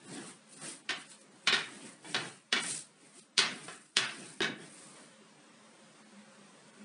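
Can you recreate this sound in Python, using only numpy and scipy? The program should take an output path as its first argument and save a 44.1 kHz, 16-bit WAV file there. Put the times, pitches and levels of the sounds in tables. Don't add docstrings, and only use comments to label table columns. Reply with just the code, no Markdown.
import sys
import numpy as np
from scipy import signal
from scipy.fft import rfft, irfft
from scipy.io import wavfile
from scipy.ndimage import uniform_filter1d, minimum_filter1d

SR = 44100
rng = np.random.default_rng(int(sys.argv[2]) if len(sys.argv) > 2 else 0)


def output_pcm(signal):
    pcm = np.clip(np.atleast_2d(signal).T, -1, 1) * 32767
    wavfile.write(sys.argv[1], SR, np.round(pcm).astype(np.int16))


def volts_from_decibels(level):
    exponent = np.asarray(level, float) / 20
    return 10 ** exponent


N = 301644
SCENE_CHANGE_S = 4.4051


def evened(x):
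    return x / np.sqrt(np.mean(x ** 2) + 1e-20)


def read(points, hz):
    f, value = np.transpose(points)
    return np.interp(np.log(hz + 1), np.log(f + 1), value)


def add(mix, s, sound):
    part = mix[round(s * SR):][:len(sound)]
    part += sound[:len(part)]


def causal(gain_db, size=512):
    mirrored_db = np.r_[gain_db, gain_db[-2:0:-1]]
    log_gain = np.log(volts_from_decibels(np.maximum(mirrored_db, -100)))
    return np.fft.ifft(np.exp(log_gain - 1j * signal.hilbert(log_gain).imag)).real[:size]


def ring(modes, spread_db, detune):
    hz, db, t60 = np.transpose(modes)[:, :, None]
    t = np.arange(SR // 4) / SR
    level = volts_from_decibels(db + spread_db[:, None] - 60 * t / t60)
    sound = (level * np.sin(2 * np.pi * hz * detune[:, None] * t)).sum(axis=0)
    return sound / np.linalg.norm(sound)


def noise(spectrum, patchy_db, flicker_db, size=512):
    hop, hz = size // 4, np.fft.rfftfreq(size, 1 / SR)
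    a, b, patches = rng.standard_normal((N // hop + 5, len(hz), 3)).T
    flicker = evened(uniform_filter1d(patches[0], size=3))
    patches = uniform_filter1d(patches, size=6, axis=0)
    patches = evened(uniform_filter1d(patches, size=16, axis=1))
    level_db = read(spectrum, hz)[:, None] + patchy_db * patches + flicker_db * flicker
    z = (a + 1j * b) * volts_from_decibels(level_db)
    return evened(signal.istft(z, nperseg=size, noverlap=size - hop)[1][:N])


# t/s, peak/dB, free-end f/Hz, tilt/(dB/oct), room/dB
BLOWS = [(.8918, -24, 3060, 0, 0), (1.1163, -44, 4200, 3.5, 1), (1.4731, -16, 4150, -.5, 2.5),
         (1.5264, -13.5, 2520, -.5, -1.5), (2.0442, -46, 1000, -8, 7), (2.1456, -15, 3870, -2, -6),
         (2.5269, -12.5, 3400, -1, -1.5), (2.564, -19.5, 2290, -3, 0), (3.38, -4.5, 4970, 2.5, .5),
         (3.6822, -34, 1720, -6.5, 1), (3.9696, -2.5, 3540, 1.5, -2.5), (4.4053, -21, 1700, -5, 0),
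         (4.956, -51, 1140, -4, 8)]
# t/s, peak/dB, free-end f/Hz, tilt/(dB/oct)
BOUNCES = [(.8944, -23, 1540, -3), (.9067, -19.5, 1135, -2.5), (1.4745, -11.5, 2520, -.5),
           (1.479, -15, 3060, -2), (1.4855, -16, 1850, -1), (1.5298, -14.5, 3720, -2.5),
           (1.5391, -16, 3060, -1.5), (1.5433, -17, 1800, -1.5), (2.1493, -20, 817, -3),
           (2.1536, -21.5, 1850, -4), (2.1645, -24, 2260, -3.5), (2.5286, -14, 1900, -2.5),
           (2.5311, -16, 3000, -1.5), (2.575, -26, 1555, -3), (3.3902, -8, 3400, -.5),
           (3.3923, -9.5, 2100, 0), (3.985, -19, 1583, -2), (4.419, -19, 3760, -1), (4.4304, -18, 2330, -3),
           (4.4446, -21, 1790, -2.5)]
BOUNCE_ROOM_DB = -1.94


def all_clacks():
    return sorted(BLOWS + [row + (BOUNCE_ROOM_DB,) for row in BOUNCES])


# f/Hz, level/dB
CLICK = [(150, -38.5), (300, -17), (800, -17), (1700, -6.5), (3060, -3), (3780, -0.5), (5340, -5.5),
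         (7450, -16.5), (9060, -13.5), (9770, -18.5), (11000, -48), (14300, -57.5), (22000, -100)]
# f/Hz, level/dB, t60/s
ROD = [(800, -5, .04), (1135, 0, .04), (1540, 1, .045), (1870, 0, .035), (2040, -3, .035), (2330, -2, .035),
       (2630, -2, .03), (3060, 0, .045), (3500, -3, .03), (3800, -6, .025), (4180, -5, .03),
       (4600, -9, .025), (5000, -9, .025), (5280, -11, .025)]
# f/Hz, level/dB, t60/s
COUNTER = [(159, -8, 0.13), (237, 2.5, 0.074), (336, -1.5, 0.025), (387, 7, 0.069), (564, -15, 0.076)]
RING_DB, RING_SLOPE, SOFT_DB = 0.7, 0.61, -25


def clacks():
    mix, tails, hz = np.zeros(N), kitchen_tails(count=7), np.fft.rfftfreq(2048, 1 / SR)
    rows = all_clacks()
    chance = rng.standard_normal((len(rows), 2, len(ROD + COUNTER) + 1))
    grit, t = rng.standard_normal((len(rows), 2, 800)), np.arange(800) / SR
    for k, (s, peak_db, end_hz, tilt_db, room_db) in enumerate(rows):
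        ring_db = RING_DB - RING_SLOPE * max(peak_db - SOFT_DB, 0)
        spread_db, detune = 2.2 * chance[k, 0], 1 + 0.006 * chance[k, 1]

        tick = causal(read(CLICK, hz) + tilt_db * np.log2(np.maximum(hz, 500) / 2500))
        tick /= abs(tick).max()
        chatter = grit[k, 0] ** 3 * np.exp(-t / 0.0063)
        chatter /= np.linalg.norm(chatter)
        blow = signal.oaconvolve(tick, volts_from_decibels(ring_db + 5.5) * chatter)
        add(blow, 0, tick)

        modes = ROD + [(end_hz, 8.5, 0.032)]
        split = len(modes)
        wood = ring(modes, spread_db[:split], detune[:split])
        rod = signal.oaconvolve(blow, volts_from_decibels(0.6 * ring_db - 5) * wood)
        thud = ring(COUNTER, spread_db[split:], detune[split:])
        thud *= volts_from_decibels(-6.5 - 1.35 * tilt_db)
        dry = rod[:len(thud)] + thud
        add(dry, 0, blow)

        add(mix, s, volts_from_decibels(peak_db) * dry)
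        add(mix, s, volts_from_decibels(peak_db + room_db) * signal.oaconvolve(dry, tails[k % len(tails)]))
        if s < SCENE_CHANGE_S:
            lead_in = grit[k, 1] * volts_from_decibels(-31 - 60 * t[::-1] / 0.025)
            add(mix, s - len(t) / SR, volts_from_decibels(peak_db) * signal.oaconvolve(lead_in, tick)[:len(t)])
    return mix


# t/s, level/dB, f/Hz, t60/s
THUMPS = [
    (1.5266, -9.5, 413, .08),
    (2.15, -16.5, 138, 0.14),
    (2.5268, -12, 246, .1),
    (2.69, -22.5, 150, .2),
    (4.4054, -2.5, 352, 0.069),
    (4.59, -18, 300, 0.084),
    (5.209, -26.5, 300, .05),
    (6.121, -28, 205, 0.39),
    (6.385, -28, 208, .15),
    (6.77, -24.5, 209, 0.34),
]
THUMP_RISE_S, THUMP_ROOM_DB = 0.0033, 2


def thumps():
    mix, tail, t = np.zeros(N), kitchen_tails(count=1)[0], np.arange(SR // 4) / SR
    rise = 1 - np.exp(-t / THUMP_RISE_S)
    for s, db, hz, t60 in THUMPS:
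        modes = COUNTER + [(hz, 7, t60)]
        dry = volts_from_decibels(db) * rise * ring(modes, np.zeros(len(modes)), np.ones(len(modes)))
        add(mix, s, dry)
        add(mix, s, volts_from_decibels(THUMP_ROOM_DB) * signal.oaconvolve(dry, tail))
    return mix


# f/Hz, t60/s
KITCHEN = [(200, 0.6), (500, 0.24), (1100, 0.38), (2700, 0.37), (5000, 0.22), (8000, 0.25)]


def kitchen_tails(count):
    taps = np.zeros((count, SR))
    slots = np.arange(60, SR - 20, 16)
    at = slots + rng.integers(0, 16, (count, len(slots)))
    np.put_along_axis(taps, at, rng.choice([-1., 1.], at.shape), axis=1)
    hz, t, z = signal.stft(taps, SR, nperseg=256)
    decay = volts_from_decibels(-60 * t / read(KITCHEN, hz)[:, None])
    tails = signal.istft(z * decay, SR, nperseg=256)[1]
    tails *= 1 - np.exp(-np.arange(tails.shape[1]) / SR / 0.0021)
    return tails / np.linalg.norm(tails, axis=1)[:, None]


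# middle t/s, length/s, speed as hiss level/dB, weight as rumble level/dB
STROKES = [(0.147, 0.22, -51, -51), (.19, 0.15, -64, -44), (0.275, .18, -52, -52.5),
           (0.558, 0.15, -54.5, -68), (0.678, .18, -44, -48), (0.997, 0.089, -53, -61),
           (1.112, 0.11, -52.5, -73), (1.207, 0.082, -57.5, -80), (1.36, 0.18, -70, -63),
           (1.58, 0.27, -53, -57), (1.752, 0.22, -55.5, -53.5), (1.873, 0.18, -53.5, -51),
           (2.103, 0.14, -51, -52.5), (2.225, 0.29, -50.5, -47.5), (2.633, 0.056, -41.5, -49),
           (2.716, 0.19, -36, -51), (3.065, 0.19, -62.5, -64), (3.187, 0.11, -54, -61.5),
           (3.546, 0.24, -55, -49.5), (3.691, 0.24, -52.5, -54), (3.842, 0.18, -62.5, -67.5),
           (4.08, 0.24, -53.5, -57.5), (4.253, 0.32, -52, -51.5), (4.505, 0.14, -85, -43.5),
           (4.648, 0.16, -57, -51), (4.816, 0.36, -55, -67), (5.013, 0.21, -61, -62.5)]
ENDS_DB, FLATNESS, LEAN_LEAD = -12, 1.55, 0.088


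def arches(level_db, lead):
    middle, length = np.transpose(STROKES)[:2, :, None]
    t = np.arange(0, N + 64, 64) / SR
    away = abs(t - middle + lead * length) / (length / 2)
    arch_db = level_db[:, None] + ENDS_DB * np.minimum(away, 4) ** FLATNESS
    power = (volts_from_decibels(arch_db) ** 2).sum(axis=0)
    return np.interp(np.arange(N) / SR, t, np.sqrt(power))


# f/Hz, level/dB
HISS = [(1470, -24.5), (2500, -16), (2640, -8), (2850, -18.5), (3770, -11.5), (5960, -8), (6580, -12),
        (8810, 0), (9980, -4.5), (11000, -33.5), (14300, -68), (22000, -120)]
# f/Hz, level/dB
RUMBLE = [(41, -75), (70, -35), (116, -5), (172, 1), (237, -2), (312, 0), (556, -10.5), (639, -10.5),
          (900, -16.5), (1170, -36), (1980, -120)]
# f/Hz, level/dB
SCRAPE = [(200, -47), (400, -8), (700, -0.5), (1100, 2.5), (1700, 5.5), (2600, 2), (4500, -2), (7000, -13),
          (9000, -60.5), (15000, -100)]
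SCRAPE_SPEED_SHARE, SCRAPE_DB = 0.25, -3


def strokes():
    speed_db, weight_db = np.transpose(STROKES)[2:]
    hiss, rumble = arches(speed_db, 0), arches(weight_db, LEAN_LEAD)
    blend_db = SCRAPE_SPEED_SHARE * speed_db + (1 - SCRAPE_SPEED_SHARE) * weight_db + SCRAPE_DB
    scrape = np.hypot(arches(blend_db, LEAN_LEAD / 2), skids())
    mix = hiss * noise(HISS, 1.1, 1.7, size=256)
    mix += rumble * noise(RUMBLE, 0.53, 1.2, size=1024)
    mix += scrape * noise(SCRAPE, 2.96, 0.43)
    return mix


SKID_DB, SKID_RISE_S, SKID_FALL_DB_PER_S = -23, 0.031, 140.5


def skids():
    kicks, t = np.zeros(N), np.arange(SR // 2) / SR
    for s, peak_db, *_ in all_clacks():
        if s < SCENE_CHANGE_S:
            add(kicks, s, np.array([volts_from_decibels(2 * peak_db)]))
    shape = (1 - np.exp(-t / SKID_RISE_S)) ** 2 * volts_from_decibels(SKID_DB - SKID_FALL_DB_PER_S * t)
    return np.sqrt(abs(signal.oaconvolve(kicks, shape ** 2)[:N]))


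# t/s, level/dB
HUSH_LEVEL = [(0, -63.5), (.9, -61), (2.0, -64.5), (2.45, -67.5), (2.9, -64), (3.3, -65.5), (3.9, -80),
              (4.55, -70), (4.8, -57), (5.3, -61), (5.6, -59.5), (6.84, -58.5)]
# f/Hz, level/dB
HUSH = [(35, -91), (60, -53), (106, -33), (129, -10.5), (167, -4.5), (204, -5), (359, -6.5), (383, -6.5),
        (498, -9.5), (753, -12.5), (1090, -11), (7120, -22.5), (9260, -18), (11000, -43.5), (14300, -76),
        (22000, -120)]
# f/Hz, width/Hz, level/dB
HUM = [(214.3, 3.5, -69), (542, 22, -73), (1190, 31, -90)]


def hush():
    t = np.arange(N) / SR
    s, db = np.transpose(HUSH_LEVEL)
    mix = noise(HUSH, 1.3, 0.35, size=1024)
    for hz, width_hz, hum_db in HUM:
        pole = np.exp(-np.pi * width_hz / SR)
        wander = signal.lfilter([1], [1, -pole], rng.standard_normal((2, N)))
        turn = 2 * np.pi * hz * t
        hum = wander[0] * np.cos(turn) + wander[1] * np.sin(turn)
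        mix += volts_from_decibels(hum_db + 59) * evened(hum)
    return volts_from_decibels(np.interp(t, s, db)) * mix


def coarsen(x, power=0.48):
    def local_rms(z):
        return np.sqrt(uniform_filter1d(abs(z) ** 2, size=24, axis=0)) + 1e-12

    z = signal.stft(x, nperseg=2048, noverlap=1024)[2]
    local = local_rms(z)
    lifted = z * (abs(z) / local) ** power
    lifted *= local / local_rms(lifted)
    return signal.istft(lifted, nperseg=2048, noverlap=1024)[1][:N]


def scene():
    return (clacks() + thumps() + coarsen(strokes() + hush()))[None]


# t/s, lowest f/Hz, depth/0-1
STARVED = [(.067, 1000, .9), (.556, 300, .85), (.599, 300, .92), (.833, 300, .9), (.943, 5600, .9),
           (.993, 3000, .7), (1.088, 300, .9), (1.197, 300, .92), (1.303, 3000, .8), (1.515, 5600, .9),
           (2.244, 3000, .85), (2.625, 300, .88), (2.733, 1000, .92), (3.213, 300, 1), (3.331, 4000, .85),
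           (4.077, 4000, .88), (5.377, 3000, .85), (5.507, 2000, .88), (6.039, 300, .88),
           (6.722, 3000, .85)]


def starve(x):
    out, window, hz = x.copy(), signal.windows.hann(2048), np.fft.rfftfreq(2048, 1 / SR)
    spared = rng.random((len(STARVED), 40)) < 0.3
    for (s, low_hz, depth), spare in zip(STARVED, spared):
        z = rfft(window * x[round(s * SR) - 1024:][:2048])
        local_top = -minimum_filter1d(-abs(z), size=27)
        strong = 1. * (abs(z) == local_top)
        weak = uniform_filter1d(strong, size=3) == 0
        lost = weak * (hz > low_hz) * ~spare[(hz / 700).astype(int)]
        add(out, s - 1024 / SR, -depth * irfft(z * lost))
    return out


def band_limit(x):
    return signal.sosfilt(signal.butter(12, 11170, fs=SR, output="sos"), x)


def record(dry):
    low_cut = signal.cheby2(4, 32, 80, "high", fs=SR, output="sos")
    edge = signal.firwin(255, 11050, window=("kaiser", 9), fs=SR)
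    picked = signal.oaconvolve(signal.sosfilt(low_cut, dry[0]), edge, "same")
    picked = starve(picked)
    jump = -volts_from_decibels(-27) * np.exp(-np.arange(600) / SR / 0.00016)
    add(picked, SCENE_CHANGE_S, jump)
    return band_limit(picked[None])


dry = scene()
out = record(dry)
output_pcm(out)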